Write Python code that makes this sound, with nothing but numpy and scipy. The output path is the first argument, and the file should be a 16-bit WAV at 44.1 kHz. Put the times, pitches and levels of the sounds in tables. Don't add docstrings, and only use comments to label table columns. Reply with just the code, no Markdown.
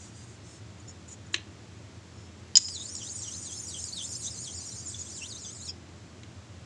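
import sys
import numpy as np
from scipy import signal
from scipy.fft import rfft, irfft
from scipy.io import wavfile
from scipy.ndimage import uniform_filter1d, minimum_filter1d

SR = 44100
rng = np.random.default_rng(int(sys.argv[2]) if len(sys.argv) > 2 else 0)


def digitize_waveform(pressure):
    field = np.atleast_2d(pressure).T
    bounded = np.clip(field, -1, 1)
    quanta = np.round(bounded * 32767).astype(np.int16)
    wavfile.write(sys.argv[1], SR, quanta)


N = 293472
TIME = np.arange(N) / SR


def amp(db):
    return 10 ** (np.asarray(db) / 20)


def unit(x):
    return x / np.sqrt(np.mean(x ** 2) + 1e-20)


def noise():
    return rng.standard_normal(N)


def read(points, hz):
    point_hz, value = np.transpose(points)
    return np.interp(np.log(hz + 1), np.log(point_hz), value)


def colour(x, spectrum):
    hz = np.fft.rfftfreq(len(x), 1 / SR)
    return irfft(rfft(x) * amp(read(spectrum, hz)), len(x))


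# pitch_hz, gain_db
MIC_ROLLOFF = [(7300, 1), (8500, -6), (9300, -13.5), (10200, -21), (12000, -38.5), (14000, -41.5),
               (16000, -63)]


def microphone(x):
    return colour(x, MIC_ROLLOFF)


def wander(hz):
    rate = np.fft.rfftfreq(N, 1 / SR)
    return unit(irfft(rfft(noise()) / (1 + (rate / hz) ** 4), N))


def add(mix, s, sound):
    part = mix[round(s * SR):][:len(sound)]
    part += sound[:len(part)]


def resonate(x, hz, width_hz):
    turn = np.exp(2j * np.pi * np.cumsum(hz * np.ones(N)) / SR)
    r = np.exp(-np.pi * width_hz / SR)
    smooth = signal.lfilter([1], [1, -2 * r, r * r], x / turn)
    return unit((turn * smooth).real)


def grains(per_s, spread_db):
    size = amp(spread_db * np.minimum(rng.exponential(1, N), 4))
    sign = rng.choice([-1, 1], N)
    return unit(size * sign * (rng.random(N) < per_s / SR))


def voiced(hz, width_hz, patchy_db):
    unsteady_hz = hz * (1 + 0.012 * wander(hz=50.8))
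    ring = resonate(grains(per_s=15000, spread_db=2.5), unsteady_hz, width_hz)
    return ring * unit(amp(patchy_db * wander(hz=27.8)))


def swell(s, length):
    return np.cos(np.pi * np.clip((TIME - s) / length, -.5, .5))


def crack(t, spectrum, t60):
    return unit(colour(rng.standard_normal(len(t)), spectrum)) * amp(-60 * t / t60)


# pitch_hz, relative_level_db (per Hz)
AIR_COLOUR = [(120, -31.5), (200, -3), (350, -2.5), (450, -9.5), (640, -10.5), (800, -14), (1100, -14.5),
              (2700, -18.5), (5000, -20.5), (7500, -21.5), (9500, -36.5), (10100, -39.5), (11000, -51.5),
              (14000, -62)]
# pitch_hz, relative_level_db (per Hz)
RUMBLE_COLOUR = [(20, -57), (34, -48), (55, -22.5), (70, -12.5), (85, -1.5), (100, -1.5), (118, 0.5),
                 (143, -15.5), (170, -6), (200, -17.5), (240, -39), (600, -77)]
# pitch_hz, level_db (rms)
HUM_TONES = [(86.5, -56), (209.9, -62.5), (10008, -95)]


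def workshop():
    air = amp(-53) * unit(colour(noise(), AIR_COLOUR))
    rumble = amp(-50.5) * unit(colour(noise(), RUMBLE_COLOUR))
    hum = np.zeros(N)
    for hz, db in HUM_TONES:
        hum += amp(db) * unit(np.sin(2 * np.pi * hz * TIME + 0.24 * wander(hz=1.9)))
    whine = amp(-84.5) * resonate(noise(), 10020, width_hz=170)
    return air + rumble + hum + whine


# pitch_hz, relative_level_db (per Hz)
SLIDE_COLOUR = [(1500, -25), (3800, -5), (5000, -5), (6800, 1), (8500, 8.5), (12000, 5), (16000, -12)]
# middle_s, length_s, hiss_db, low_ring_hz, low_ring_db, high_ring_db
SHIFTS = [(0.033, 0.19, -54, 4750, -66, -59), (.19, 0.15, -56, 4860, -61.5, -68),
          (0.298, .16, -59, 4890, -76, -72), (0.519, 0.19, -56, 5360, -61.5, -73),
          (0.807, 0.025, -67, 5390, -70, -55.5), (0.897, 0.047, -64, 5400, -53.5, -47.5),
          (1.091, 0.027, -54, 5440, -72, -47), (1.126, 0.056, -52.5, 5470, -71, -47),
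          (1.273, .025, -75, 5390, -72, -60), (1.34, .03, -49, 5390, -62, -46),
          (2.214, 0.21, -73, 5300, -63, -69)]
HIGH_RING_HZ, HIGH_RING_WIDTH_HZ = 6950, 450


def sliding():
    hiss = unit(microphone(colour(grains(per_s=12000, spread_db=1.0), SLIDE_COLOUR)))
    drift = 1 + 0.047 * wander(hz=5)
    streaks = sum(voiced(hz * drift, width_hz=210, patchy_db=3.5) for hz in (6100, 6470, 7250, 8280))
    friction = unit(hiss + amp(-6) * microphone(streaks))
    high = resonate(noise(), HIGH_RING_HZ, HIGH_RING_WIDTH_HZ)
    out = np.zeros(N)
    for s, length, hiss_db, low_hz, low_db, high_db in SHIFTS:
        low = resonate(noise(), low_hz, width_hz=160)
        out += swell(s, length) * (amp(hiss_db) * friction + amp(low_db) * low + amp(high_db) * high)
    return out


# pitch_hz, relative_level_db, t60_s
TRAY_MODES = [(340, -16.5, 0.084), (1120, -21, 0.048), (2060, -13, 0.028), (2460, -2.5, 0.02),
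              (2720, -4, 0.017), (3100, -6, 0.017), (3530, -5, 0.015), (3910, 5.5, 0.014),
              (4140, -1, 0.0097), (4290, -0.5, 0.017), (5900, -9, 0.031), (6320, -7, 0.031),
              (6820, -10, .02), (7370, -5, 0.022)]
# pitch_hz, relative_level_db (per Hz)
RATTLE_COLOUR = [(200, -22), (700, -19), (1300, -17), (1900, -0.5), (2200, 1), (2600, 3), (3000, -0.5),
                 (3700, 0), (4300, -12), (5100, -16), (7000, -7), (8500, -15.5), (12000, -8), (16000, -18)]
# start_s, level_db
KNOCKS = [(1.3425, -21.5), (1.3616, -38.5), (6.233, -48.5)]


def knocks():
    out, t = np.zeros(N), np.arange(SR // 5) / SR
    attack = 1 - np.exp(-t / 0.00033)
    for s, blow_db in KNOCKS:
        ring = np.zeros(len(t))
        for hz, db, t60 in TRAY_MODES:
            ring += amp(db - 60 * t / t60) * np.sin(2 * np.pi * (hz * t + rng.random()))
        rattle = amp(3.5) * crack(t, RATTLE_COLOUR, t60=0.032)
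        add(out, s, amp(blow_db) * (ring + rattle) * attack)
    return out


# pitch_hz, edge_db (struck at the edge), face_db (struck on the face), t60_s (before hold)
STONE_MODES = [(2530, -29, -21, 0.035), (3090, -15, -25, .035), (3130, -15, -21, .03),
               (3630, -10.5, -24, 0.021), (4260, -15.5, -11, 0.031), (4970, 0.5, -19, 0.071),
               (5104, -16.5, -3.5, 0.068), (5300, -8, -12.5, 0.061), (6805, -24, 4.5, 0.052),
               (7000, -21.5, -14, 0.031), (7210, -8.5, -8.5, 0.072), (7680, -31.5, -8, .04)]
# pitch_hz, relative_level_db (per Hz)
CRACK_COLOUR = [(300, -39), (600, -22.5), (820, -6), (1200, -15), (1700, -7.5), (2400, -10), (3500, 1),
                (6000, 7.5), (7800, -10.5), (10000, -8), (16000, -13)]
# start_s, ring_db, crack_db, flat (contact, 0 edge to 1 face), hold (factor on t60_s)
CLACKS = [(2.5545, -8, -23, 0.02, 0.98), (2.5700, 0.5, -11.5, 1, 0.4), (2.6838, -25.5, -31.5, 0.2, .6),
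          (2.952, -26.5, -54, 0.95, 0.33), (3.84, -27.5, -60, 0.98, 0.37), (3.984, -41, -38.5, 0.6, 0.33),
          (4.0916, -38, -57, 1, .4)]


def clacks():
    out, t = np.zeros(N), np.arange(SR // 5) / SR
    attack = 1 - np.exp(-t / 0.00059)
    for s, ring_db, crack_db, flat, hold in CLACKS:
        ring = np.zeros(len(t))
        for hz, edge_db, face_db, t60 in STONE_MODES:
            mode_db = edge_db + flat * (face_db - edge_db)
            ring += amp(mode_db - 60 * t / (t60 * hold)) * np.sin(2 * np.pi * hz * t)
        grit = amp(crack_db) * crack(t, CRACK_COLOUR, t60=0.04)
        add(out, s, (amp(ring_db) * ring + grit) * attack)
    return out


# turn_s, full_s, lowest_turn_hz, lowest_full_hz, second_full_hz (lowest and second resonance),
# song_db (lowest resonance), grit_full_db, grit_turn_db, fizz_db
STROKES = [(2.58, 2.676, 4950, 5080.0, 6800, -42, -39.5, -41, -73),
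           (2.722, 2.789, 4950, 3550, 6840, -44.5, -42, -42.5, -53.5),
           (2.944, 3.029, 5900, 3070, 5700, -50, -43, -41, -53),
           (3.15, 3.288, 7000.0, 3020, 5750, -54.5, -43.0, -39.5, -50),
           (3.405, 3.515, 6540, 3220.0, 6060, -49.5, -42, -40, -50.5),
           (3.632, 3.781, 6630, 3100.0, 5900, -51, -43.5, -41, -45.5),
           (3.837, 3.908, 5300, 4130.0, 6240, -46.5, -41.5, -41, -47),
           (3.942, 4.019, 4480, 3210, 6000, -42, -42, -48.5, -48.5),
           (4.09, 4.151, 5100, 4250, 6100, -56, -38.5, -42.5, -44),
           (4.194, 4.258, 4780, 3520, 5980, -49.5, -37.5, -46.5, -43.5),
           (4.326, 4.373, 5130, 4180.0, 6150, -50.5, -41, -45.5, -53),
           (4.431, 4.494, 4840, 3180, 5750, -48, -44.5, -43, -43.5),
           (4.556, 4.641, 5070, 4020, 6070, -57, -42.5, -44.5, -54.5),
           (4.664, 4.736, 5640, 3960, 5500, -52, -43.5, -41, -45),
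           (4.796, 4.839, 4900, 4760, 5860, -53, -46, -43.5, -55),
           (4.889, 4.957, 5300, 3400, 6000, -52, -44.5, -39, -50),
           (5.006, 5.046, 3850, 3230.0, 5950, -61, -45.5, -43, -54),
           (5.147, 5.221, 4890.0, 2700, 5450, -48.5, -46.5, -41, -51.5),
           (5.296, 5.346, 5030, 3600.0, 6170, -53.5, -46, -47.0, -51),
           (5.4, 5.493, 4420, 3150, 5900, -51, -45.5, -46, -57),
           (5.537, 5.604, 5190.0, 3840, 6630, -56, -47.5, -48, -58),
           (5.652, 5.703, 4510.0, 3290, 4900, -46, -48.0, -48, -48.5)]
RUB_END_S, RUB_END_HZ = 5.715, 3000


def stroke_motion():
    rows = np.array(STROKES)
    times = np.append(rows[:, :2], RUB_END_S)
    knots = np.arange(len(times))
    phase = np.interp(TIME, times, knots)
    eased = np.floor(phase) + np.sin(np.pi / 2 * (phase % 1)) ** 2
    period = np.interp(eased, knots, 1 / np.append(rows[:, 2:4], RUB_END_HZ))
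    overlap, sweep = np.sin(np.pi / 2 * phase) ** 2, -np.sin(np.pi * phase)
    return overlap, sweep, 1 / period


def above(x, hz, loss_db):
    f, t, z = signal.stft(x, SR, nperseg=256)
    below = np.clip((np.interp(t, TIME, hz) - f[:, None]) / 500 + .5, 0, 1)
    return signal.istft(z * amp(loss_db * below), SR, nperseg=256)[1][:N]


# pitch_hz, relative_level_db (per Hz)
GRIT_COLOUR = [(800, -29), (2000, -35), (3200, -12), (4600, -8), (5700, -11), (6500, -1.5), (7600, -12),
               (8600, -8), (11000, -5), (16000, -19)]
# mid_stroke_hz, swing (share of the lowest one's), turn_rise (fraction of pitch),
# sweep_rise (fraction of pitch), width_hz, level_db (against the grit, at fullest overlap), turn_change_db
GLIDES = [(4996, 0, 0.02, 0.05, 180, -13.5, 0), (6596, 0.21, -.2, .07, 180, -12, 5),
          (7090, 0.297, .05, .08, 180, -8.5, -2.5), (7510, .05, -.1, 0, 180, -8.5, 3),
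          (8360, .35, -.1, .04, 270, -7.5, 2)]
# mid_stroke_hz, swing (share of the lowest one's), sweep_rise (fraction of pitch), width_hz, level_db (against fizz)
FIZZ_GLIDES = [(8460, 0.2, 0.03, 450, 4), (9670, 0.39, 0.03, 530, 5), (11200, 0.3, .06, 550, 1),
               (11460, .1, 0, 600, 4.5)]
MID_STROKE_HZ = 3810
RUB_ATTACK_S, RUB_RELEASE_S = .01, 0.052
GRIT_SWEEP_DB, FIZZ_OVERLAP_DB = 1, -3
HISS_DB, BELOW_DB = -10, -6
LOW_WIDTH_HZ, LOW_TURN_DB, LOW_SWEEP_DB = 270, -1.5, 2.5
SECOND_SWING, SECOND_RISE = .3, 0.13
SECOND_WIDTH_HZ, SECOND_DB, SECOND_TURN_DB = 340, -4.5, -2


def rubbing():
    (turn_s, full_s, _, full_hz, second_hz,
     song_db, grit_full_db, grit_turn_db, fizz_db) = np.transpose(STROKES)
    overlap, sweep, lowest = stroke_motion()
    turn, speed, stretch = 1 - overlap, abs(sweep), lowest / MID_STROKE_HZ
    fade_in, fade_out = (TIME - turn_s[0]) / RUB_ATTACK_S, (RUB_END_S - TIME) / RUB_RELEASE_S
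    touch = np.clip(np.minimum(fade_in, fade_out), 0, 1)

    grit_db = overlap * np.interp(TIME, full_s, grit_full_db) + turn * np.interp(TIME, turn_s, grit_turn_db)
    grind = touch * amp(grit_db + GRIT_SWEEP_DB * speed + .8 * wander(hz=21.9))
    fizz = touch * amp(np.interp(TIME, turn_s, fizz_db) + FIZZ_OVERLAP_DB * overlap)
    grit = unit(microphone(colour(grains(per_s=9000, spread_db=3), GRIT_COLOUR)))
    hiss = amp(HISS_DB) * grind * grit

    low = touch * amp(np.interp(TIME, full_s, song_db) + LOW_TURN_DB * turn + LOW_SWEEP_DB * speed)
    song = low * voiced(lowest, LOW_WIDTH_HZ, patchy_db=4.5)

    second = np.interp(TIME, full_s, second_hz / full_hz ** SECOND_SWING) * lowest ** SECOND_SWING
    second *= 1 + SECOND_RISE * turn
    second_gain = grind * amp(SECOND_DB + SECOND_TURN_DB * turn)
    upper = second_gain * voiced(second, SECOND_WIDTH_HZ, patchy_db=3.0)
    for hz, swing, rise, side, width_hz, db, turn_db in GLIDES:
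        path = hz * stretch ** swing * (1 + rise * turn + side * sweep)
        upper += grind * amp(db + turn_db * turn) * voiced(path, width_hz, patchy_db=4.0)
    for hz, swing, side, width_hz, db in FIZZ_GLIDES:
        path = hz * stretch ** swing * (1 + side * sweep)
        upper += fizz * amp(db) * voiced(path, width_hz, patchy_db=3.5)
    return song + above(hiss + microphone(upper), lowest, BELOW_DB)


# pitch_hz, level_db
PARTING_MODES = [(2590, -57), (3320, -58), (4980, -38), (5360, -36), (6890, -45), (7350, -56)]


def parting():
    ring = sum(amp(db) * resonate(noise(), hz, width_hz=174) for hz, db in PARTING_MODES)
    return swell(s=5.696, length=0.039) * ring


# pitch_hz, t60_s
ROOM_DECAY = [(200, 0.25), (1000, .25), (3000, 0.25), (7000, 0.14), (14000, 0.026)]


def room(x):
    count = SR // 2
    sparse = (rng.random(count) < 3000 / SR) * (TIME[:count] > .006)
    taps = rng.standard_normal(count) * sparse
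    hz, t, z = signal.stft(taps, SR, nperseg=256)
    decay = amp(-60 * t / read(ROOM_DECAY, hz)[:, None])
    tail = signal.istft(z * decay, SR, nperseg=256)[1]
    return signal.fftconvolve(x, tail / np.linalg.norm(tail))[:N]


def scene():
    tray = microphone(knocks())
    stones = sliding() + microphone(clacks()) + rubbing() + parting()
    reflections = room(amp(-19.0) * stones + amp(-16.5) * tray)
    return (workshop() + stones + tray + reflections)[None]


CEILING, CUTOFF_HZ = .93, 14300


def record(dry):
    power_db = 10 * np.log10(abs(uniform_filter1d(dry[0] ** 2, size=200)) + 1e-12)
    fall = TIME * 45
    detected_db = np.maximum.accumulate(power_db + fall) - fall
    over_db = np.maximum(detected_db + 13.5, 0)
    held = dry * amp(-.4 * uniform_filter1d(over_db, size=100))
    duck = minimum_filter1d(CEILING / np.maximum(abs(held[0]), CEILING), size=80)
    held = held * uniform_filter1d(duck, size=80)
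    band = signal.firwin(511, CUTOFF_HZ, window=("kaiser", 9), fs=SR)
    return signal.oaconvolve(held, band[None], "same")


dry = scene()
out = record(dry)
digitize_waveform(out)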